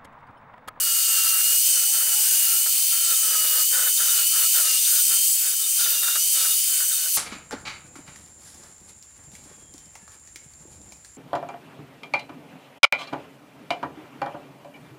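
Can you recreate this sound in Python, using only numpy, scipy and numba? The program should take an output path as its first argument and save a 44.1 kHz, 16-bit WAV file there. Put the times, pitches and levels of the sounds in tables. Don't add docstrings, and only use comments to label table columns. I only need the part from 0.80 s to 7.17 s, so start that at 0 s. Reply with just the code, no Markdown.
import sys
import numpy as np
from scipy import signal
from scipy.fft import rfft, irfft, next_fast_len
from scipy.io import wavfile
from scipy.ndimage import uniform_filter1d, map_coordinates
from numba import njit

SR = 44100
rng = np.random.default_rng(int(sys.argv[2]) if len(sys.argv) > 2 else 0)


def waveform_to_disk(signal):
    frames = np.transpose(np.atleast_2d(signal))
    scaled = np.clip(frames, -1, 1) * 32767
    samples = np.round(scaled).astype(np.int16)
    wavfile.write(sys.argv[1], SR, samples)


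N = 280898
FFT_SIZE = next_fast_len(N + SR // 2)
FREQ = np.fft.rfftfreq(FFT_SIZE, 1 / SR)
FREE_MESH_HZ = 3156.4
GRAZE_DB = -62


def hiss(force, turned, flicker_db=.9, grain_db=.55, thinning_db=-5):
    # time_s, level_db
    loudness = [(0.0, -20.5), (0.82, -19), (0.87, -17.5), (1.06, -20), (2.13, -18.5), (2.15, -20),
                (3.69, -19), (3.76, -16.5), (3.83, -19.5), (4.4, -18), (4.84, -22.5), (5.0, -18.5),
                (5.2, -21.5), (5.53, -19.5), (5.75, -20), (5.82, -20), (6.28, -23.5), (6.37, -18.5)]
    # frequency_hz, relative_db
    colour = [(150, -42), (480, -35), (900, -29.5), (1900, -22.5), (2400, -13), (3100, -10.5), (4500, -7),
              (6500, -5.5), (8100, -2), (15700, -5)]
    grit = rng.standard_normal(N) * undb(grain_db * walk(900))
    octave = np.clip(np.log2(FREQ / 1000 + 1e-9), 0, 4)
    lifted = undb(GRAZE_DB) / force
    noise = 0
    for k in range(5):
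        band = np.clip(1 - abs(octave - k), 0, 1) * undb(across(colour))
        flicker = undb(flicker_db * (.56 * walk(9) + walk(24.816)))
        noise += undb(thinning_db * lifted / 4 ** k) * flicker * through(grit, band)
    facing, away = (through(noise, undb(db)) for db in housing_lifts())
    return undb(curves(loudness)[0]) * level((1 - turned) * facing + turned * away, 0)


def housing_lifts():
    # centre_hz, width_hz, facing_db, away_db
    modes = [(2950, 300, 5, 3), (3420, 150, -6, -7), (3970, 260, -7.5, -7.5), (4270, 150, 4, 4),
             (4780, 400, 3, 1.5), (5420, 260, -6, -6), (6020, 130, 5.5, 4), (6560, 200, 3, 3),
             (7000, 120, 4, 5), (8300, 500, 3, 0), (7750, 250, -2.5, -1), (9060, 250, -3, -4),
             (9440, 260, 3, 8.5), (10150, 200, -3, -3), (10600, 250, 4, 1.5), (11650, 300, -3, -4),
             (12800, 200, -6, -4), (13500, 600, 1.5, 1.5), (15350, 450, 3.5, 1.5)]
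    return [sum(row[side] * abs(ring(row[0], row[1])) ** 2 for row in modes) for side in (2, 3)]


def housing_ring(width_hz=330):
    # time_s, pitch_hz, level_db
    path = [(0, 8320, -29.5), (.74, 8280, -29.5), (1.0, 8320, -29.5), (1.5, 8440, -30.5), (1.75, 8530, -29),
            (1.95, 8320, -31), (3.2, 8303, -31), (3.6, 8254, -32.5), (4.05, 8393, -28.5),
            (4.42, 8450, -28.5), (4.5, 7874, -31), (4.9, 8216, -34), (5.38, 8363, -37), (5.53, 8360, -29),
            (5.72, 8350, -40), (5.9, 8156, -32), (6.37, 8200, -35.5)]
    hz, db = curves(path)
    air = gliding_ring(rng.standard_normal(N), hz + 40 * walk(14), width_hz)
    return undb(db + walk(22.09)) * level(gliding_ring(air, hz, 2 * width_hz), 0)


def whine(mesh_hz, turned, gear_lift_db, commutator_ratio=4.688, away_loss_db=10):
    # mesh_multiple, base_db
    overtones = [(2, -43.5), (2.438, -53), (4, -49), (4.876, -45), (5, -39.5)]
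    # pitch_hz, base_db
    whistle_by_pitch = [(13050, -36), (13600, -32), (14000, -33), (14350, -40), (14800, -40)]
    # time_s, lift_db
    whistle_swells = [(0, -4), (.45, -1), (.75, 0), (1.0, -1), (1.35, 1), (1.6, -4), (1.9, 1), (2.3, 0),
                      (2.6, 0), (3.0, 4), (3.5, 1), (3.9, -7), (4.1, 5), (4.4, -2), (4.64, 10), (4.74, -6),
                      (5.0, -6), (5.12, 0), (5.33, -5), (5.56, -9), (5.63, 3), (5.73, 2), (5.8, -6),
                      (6.37, -8)]
    cycles = np.cumsum(mesh_hz) / SR

    def tone(multiple):
        return np.sqrt(2) * np.sin(2 * np.pi * multiple * cycles + .08 * multiple * walk(60))
    gear_db = -40 + 1.5 * (FREE_MESH_HZ - mesh_hz) / 100 + gear_lift_db
    out = undb(gear_db + 1.2 * walk(30)) * tone(1)
    whistle_db = np.interp(commutator_ratio * mesh_hz, *np.transpose(whistle_by_pitch))
    whistle_db += curves(whistle_swells)[0]
    out += undb(whistle_db + 1.6 * walk(25) + walk(7)) * tone(commutator_ratio)
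    lifts = housing_lifts()
    for multiple, db in overtones:
        facing, away = (np.interp(multiple * mesh_hz, FREQ, lift) for lift in lifts)
        housing_db = 1.5 * ((1 - turned) * facing + turned * away)
        out += undb(db + housing_db - away_loss_db * turned + 1.4 * walk(10)) * tone(multiple)
    return out


def motor(drag_hz, lag_s=.07, opening_sag_hz=236):
    inertia = np.exp(-1 / (lag_s * SR))
    sag_hz = signal.lfilter([1 - inertia], [1, -inertia], drag_hz, zi=[opening_sag_hz])[0]
    return FREE_MESH_HZ - sag_hz


def brush_strokes(press_s=.045, lift_s=.04, slide_s=.016):
    # start_s, end_s, drag_from_hz, drag_to_hz, bite_from_db, bite_to_db,
    # upper_ring_hz, lower_ring_hz, low_rings_db, jaw_db (the last two relative to the bite)
    strokes = [(-0.05, 0.251, 258.0, 316.0, -41.5, -45.5, 1355, 508, -14, -12.5),
               (0.248, 0.608, 386, 352.0, -41, -40.5, 1330, 520, -14, -6),
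               (0.612, 0.758, 300, 241.5, -47, -44.0, 1380, 518, -8, -10),
               (0.851, 0.959, 137, 190, -57, -48, 1550, 513, -5, -15.0),
               (0.958, 1.051, 192, 251.5, -47, -45.5, 1396, 518.6, -9, -15.0),
               (1.088, 1.225, 69, 190, -54, -42.5, 1375, 664, -8, -16.0),
               (1.23, 1.293, 180, 245, -39, -45, 1530, 503.4, -9, -16.0),
               (1.29, 1.337, 250, 288.5, -42, -42, 1388, 520, -9, -16.0),
               (1.352, 1.55, 256, 295, -45, -48, 1543, 650, -14, -8.0),
               (1.553, 1.665, 293, 310.5, -45, -44, 1632, 650.5, -12.5, -1),
               (1.66, 1.85, 220, 137.0, -41.5, -56, 1375, 581.4, -13, -14),
               (1.886, 2.021, 0.49, 145.0, -65, -55, 1329, 617.5, -3, -8.5),
               (2.09, 2.24, 149.0, -0.5, -37.5, -55, 1370, 520.6, -12.5, -13),
               (2.202, 2.326, 260, 61.0, -56, -35.5, 1377, 531.6, -12.5, 1),
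               (2.326, 2.553, 89, 235.5, -53, -37.5, 1302, 516, -8, -15),
               (2.553, 2.816, 264, 231.0, -44, -37, 1267, 514, -8.5, -13),
               (2.894, 3.077, 102, 214.5, -34, -38, 1481, 534, -9.5, -4),
               (3.158, 3.427, 125, 279.0, -38, -41.5, 1397, 523.6, -10.5, -3),
               (3.498, 3.637, 134, 353.5, -41, -35.5, 1330, 521.2, -14.5, -5),
               (3.724, 3.809, 101, 302.5, -26.5, -37.5, 1416, 631, -9, -7),
               (3.812, 3.96, 550, 290.5, -33.5, -46.5, 1289, 634, -10, -3),
               (4.034, 4.194, 44.5, 136, -48, -43, 1462, 538, -11, -2),
               (4.283, 4.373, 230, 1.5, -26, -52, 1373, 511, -14.5, -12),
               (4.523, 4.735, 56, 156.5, -57, -49, 1509, 672, -13.5, 4),
               (4.779, 4.865, 597, 42.5, -40, -50, 1319, 621, -11, 3),
               (4.951, 5.17, 96, 443, -41, -43, 1409, 512, -12.5, 3.5),
               (5.177, 5.357, 447, 280, -43, -42.5, 1400, 608, -17, 4.5),
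               (5.518, 5.731, 500, 190.5, -39.5, -45, 1318, 598, -16.5, 4),
               (5.817, 6.052, 112, 157.5, -58, -47, 1490, 633, -19, 3),
               (6.062, 6.271, 99, 211, -50, -47, 1502, 641, -17, 1)]
    t = np.arange(N) / SR
    start, end, drag_from, drag_to, db_from, db_to, *spots = np.transpose(strokes)[:, :, None]
    since, length = t - start, end - start
    contact = np.clip(np.minimum(since / press_s, 1 + (length - since) / lift_s), 0, 1)
    along = np.clip(since / length, 0, 1)
    drag_hz = np.sum(contact * (drag_from + (drag_to - drag_from) * along), axis=0)
    force = undb(GRAZE_DB) + np.sum(contact ** 2 * undb(db_from + (db_to - db_from) * along), axis=0)
    latest = np.clip(np.searchsorted(start[:, 0], t) - 1, 0, None)
    spot = [uniform_filter1d(column[latest, 0], int(slide_s * SR)) for column in spots]
    return drag_hz, force, spot


def brush_bite(mesh_hz, force, spot, turned, tufts_per_mesh=.0428, chatter_db=2.6):
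    # pitch_hz, width_hz, gain_db
    low_modes = [(274, 80, -3), (363, 120, -3), (613, 130, 7), (858, 116, 5.5), (1030, 40, 6.5)]
    # pitch_hz, width_hz, gain_db
    high_modes = [(1344, 65, 5), (1492, 190, 7), (1687, 270, 1.5)]
    # start_s, strength_db
    skips = [(0.965, -32), (1.1394, -32), (1.8567, -26.5), (2.6366, -32), (3.065, -27.5), (5.0, -32),
             (5.055, -30), (5.228, -26), (5.2729, -23), (5.352, -20.5), (5.6, -34), (5.645, -30), (6, -32)]
    upper_hz, lower_hz, low_db, jaw_db = spot
    tufts = tufts_per_mesh * np.cumsum(mesh_hz) / SR
    impacts = np.diff(np.floor(tufts), prepend=0)
    blows = level(impacts * undb(1.5 * rng.standard_normal(N)), 0)
    wires = level(rng.standard_normal(N) * np.exp(-(tufts % 1) / 2.7), 0)
    scrape = force * undb((1.2 + chatter_db * turned) * walk(40))
    knocks = hit_envelope(skips, rise_s=.005, fall_s=.011, trim_db=-10)
    low_drive = blows + undb(-3 + 10.5 * turned) * wires
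    high_drive = blows + undb(6 + 2 * turned) * wires
    thud = (scrape + undb(3) * knocks) * undb(low_db)
    low = pliers(low_drive, thud, low_modes, lower_hz, width_hz=28., handle_db=9.3)
    high = pliers(high_drive, scrape + knocks, high_modes, upper_hz,
                  width_hz=30., handle_db=19 - 8 * turned)
    crunch = undb(-4) * through(knocks * wires, ring(2400, 1400))
    return low + high + jaw_ping(wires, force, jaw_db) + crunch


def pliers(drive, envelope, modes, handle_hz, width_hz, handle_db):
    body = sum(undb(db) * ring(hz, width) for hz, width, db in modes)

    def resonate(x):
        return through(x, body) + undb(handle_db) * gliding_ring(x, handle_hz, width_hz)
    return resonate(envelope * drive) / np.std(resonate(drive))


def jaw_ping(wires, force, jaw_db, pitch_hz=3670, width_hz=115):
    # start_s, strength_db
    strikes = [(2.3411, -27), (2.6693, -33), (3.0783, -24), (3.1699, -26), (3.2894, -27), (3.6485, -34),
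               (3.7517, -28), (3.9843, -23.5), (4.0472, -24), (4.1844, -31), (4.2896, -30), (5.7036, -33),
               (6.1205, -26)]
    scrape = force * undb(jaw_db + 1.5 * walk(60))
    pings = hit_envelope(strikes, rise_s=.002, fall_s=.009, trim_db=-6)
    makeup = np.sqrt(SR / np.pi / width_hz)
    return through((scrape + pings) * wires, makeup * ring(pitch_hz, width_hz))


def wavering_tone():
    # time_s, pitch_hz, level_db
    glide = [(1.03, 832, -82), (1.09, 822, -53), (1.18, 800, -68), (1.25, 808, -56), (1.41, 876, -51),
             (1.52, 901, -59), (1.8, 862, -60), (2.08, 803, -65), (2.3, 802, -74), (2.42, 833, -57),
             (2.55, 884, -82)]
    hz, db = curves(glide)
    amplitude = np.sqrt(2) * undb(db + 1.2 * walk(25))
    return amplitude * np.sin(2 * np.pi * np.cumsum(hz) / SR + .75 * walk(40))


def stereo_space(x, near_t60_s=.06, spread_t60_s=.25, drift_s=.00007):
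    # frequency_hz, gain_db
    spread_colour = [(300, -7), (700, -3), (1290, -7), (1900, -20), (3300, -19), (4600, -7), (8120, -9.5),
                     (15000, -7)]
    # frequency_hz, left_minus_right_db
    lean = [(200, 7), (380, 5), (700, 2.5), (1290, -1), (4400, 0.4), (15000, 1.7)]
    t = np.arange(SR // 2) / SR

    def echo(t60_s):
        tail = rng.standard_normal(len(t)) * np.exp(-np.log(1000) * t / t60_s)
        return rfft(tail / np.sqrt(np.sum(tail ** 2)), FFT_SIZE)
    drifting = map_coordinates(x, [np.arange(N) + drift_s * SR * walk(3)], mode="mirror")
    treble = 1 - 1 / (1 + (FREQ / 4000) ** 4)
    mid = x + through(drifting, undb(-10) * echo(near_t60_s) * treble)
    side = through(drifting, echo(spread_t60_s) * undb(across(spread_colour) - 1.2))
    left_gain = undb(across(lean) / 2)
    return np.array([through(mid, left_gain) + side, through(mid, 1 / left_gain) - side])


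def noise_floor(noise_db=-76.5, hum_hz=701, hum_db=-73):
    rumble = through(rng.standard_normal((2, N)), 1 / (1 + (FREQ / 300) ** 2))
    hum = undb(hum_db) * np.sqrt(2) * np.sin(2 * np.pi * hum_hz * np.arange(N) / SR)
    return level(rumble * undb(.84 * walk(2.6)), noise_db) + hum


def hit_envelope(hits, rise_s, fall_s, trim_db):
    start_s, db = np.transpose(hits)
    impulses = np.zeros(N)
    impulses[(start_s * SR).astype(int)] = undb(db + trim_db)
    t = np.arange(SR // 8) / SR
    shape = (1 - np.exp(-t / rise_s)) * np.exp(-t / fall_s)
    return signal.fftconvolve(impulses, shape / shape.max())[:N]


def ring(hz, width_hz):
    return 1j * FREQ * width_hz / (hz ** 2 - FREQ ** 2 + 1j * FREQ * width_hz)


@njit
def gliding_ring(x, hz, width_hz):
    out, band_state, low_state = np.empty(len(x)), 0., 0.
    for i in range(len(x)):
        tuning, damping = np.tan(np.pi * hz[i] / SR), width_hz / hz[i]
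        band = (band_state + tuning * (x[i] - low_state)) / (1 + tuning * (tuning + damping))
        band_state = 2 * band - band_state
        low_state += 2 * tuning * band
        out[i] = damping * band
    return out


def walk(rate_hz):
    hold = int(SR / rate_hz)
    steps = np.repeat(rng.standard_normal(N // hold + 1), hold)
    return 1.474 * uniform_filter1d(uniform_filter1d(steps, hold), hold)[:N]


def curves(table):
    time_s, *columns = np.transpose(table)
    return [np.interp(np.arange(N) / SR, time_s, column) for column in columns]


def across(table):
    hz, db = np.transpose(table)
    return np.interp(np.log(FREQ + 1), np.log(hz), db)


def through(x, gain):
    return irfft(rfft(x, FFT_SIZE) * gain, FFT_SIZE)[..., :N]


def level(x, db):
    return x * undb(db) / np.sqrt(np.mean(x ** 2))


def undb(db):
    return 10 ** (np.asarray(db) / 20)


def scene(low_cut_hz=417):
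    # time_s, vents_turned (0 facing, 1 away), gear_lift_db
    swing = [(0, 0, -1), (.4, 0, 2.5), (1.6, 0.3, -1), (2.1, 0.1, -1.5), (2.25, 0, 1.5), (3.9, 0, 1.5),
             (4.04, 0, -5), (4.25, 0.01, -1), (4.42, 0, 2.5), (4.52, 1, -10), (4.8, 0.2, -3),
             (5.3, 0.17, -2.5), (5.45, 0.2, 1), (5.73, 0.68, -2), (5.92, 0.4, -1), (6.37, 0.86, -9)]
    turned, gear_lift_db = curves(swing)
    drag_hz, force, spot = brush_strokes()
    mesh_hz = motor(drag_hz)
    drill = hiss(force, turned) + housing_ring() + whine(mesh_hz, turned, gear_lift_db)
    stereo = stereo_space(drill + brush_bite(mesh_hz, force, spot, turned) + wavering_tone())
    low_cut = signal.butter(3, low_cut_hz, "high", fs=SR, output="sos")
    return signal.sosfilt(low_cut, stereo) + noise_floor()


def record(dry):
    top_hz = 15730
    return signal.sosfilt(signal.ellip(12, .2, 80, top_hz, fs=SR, output="sos"), dry)


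dry = scene()
out = record(dry)
waveform_to_disk(out)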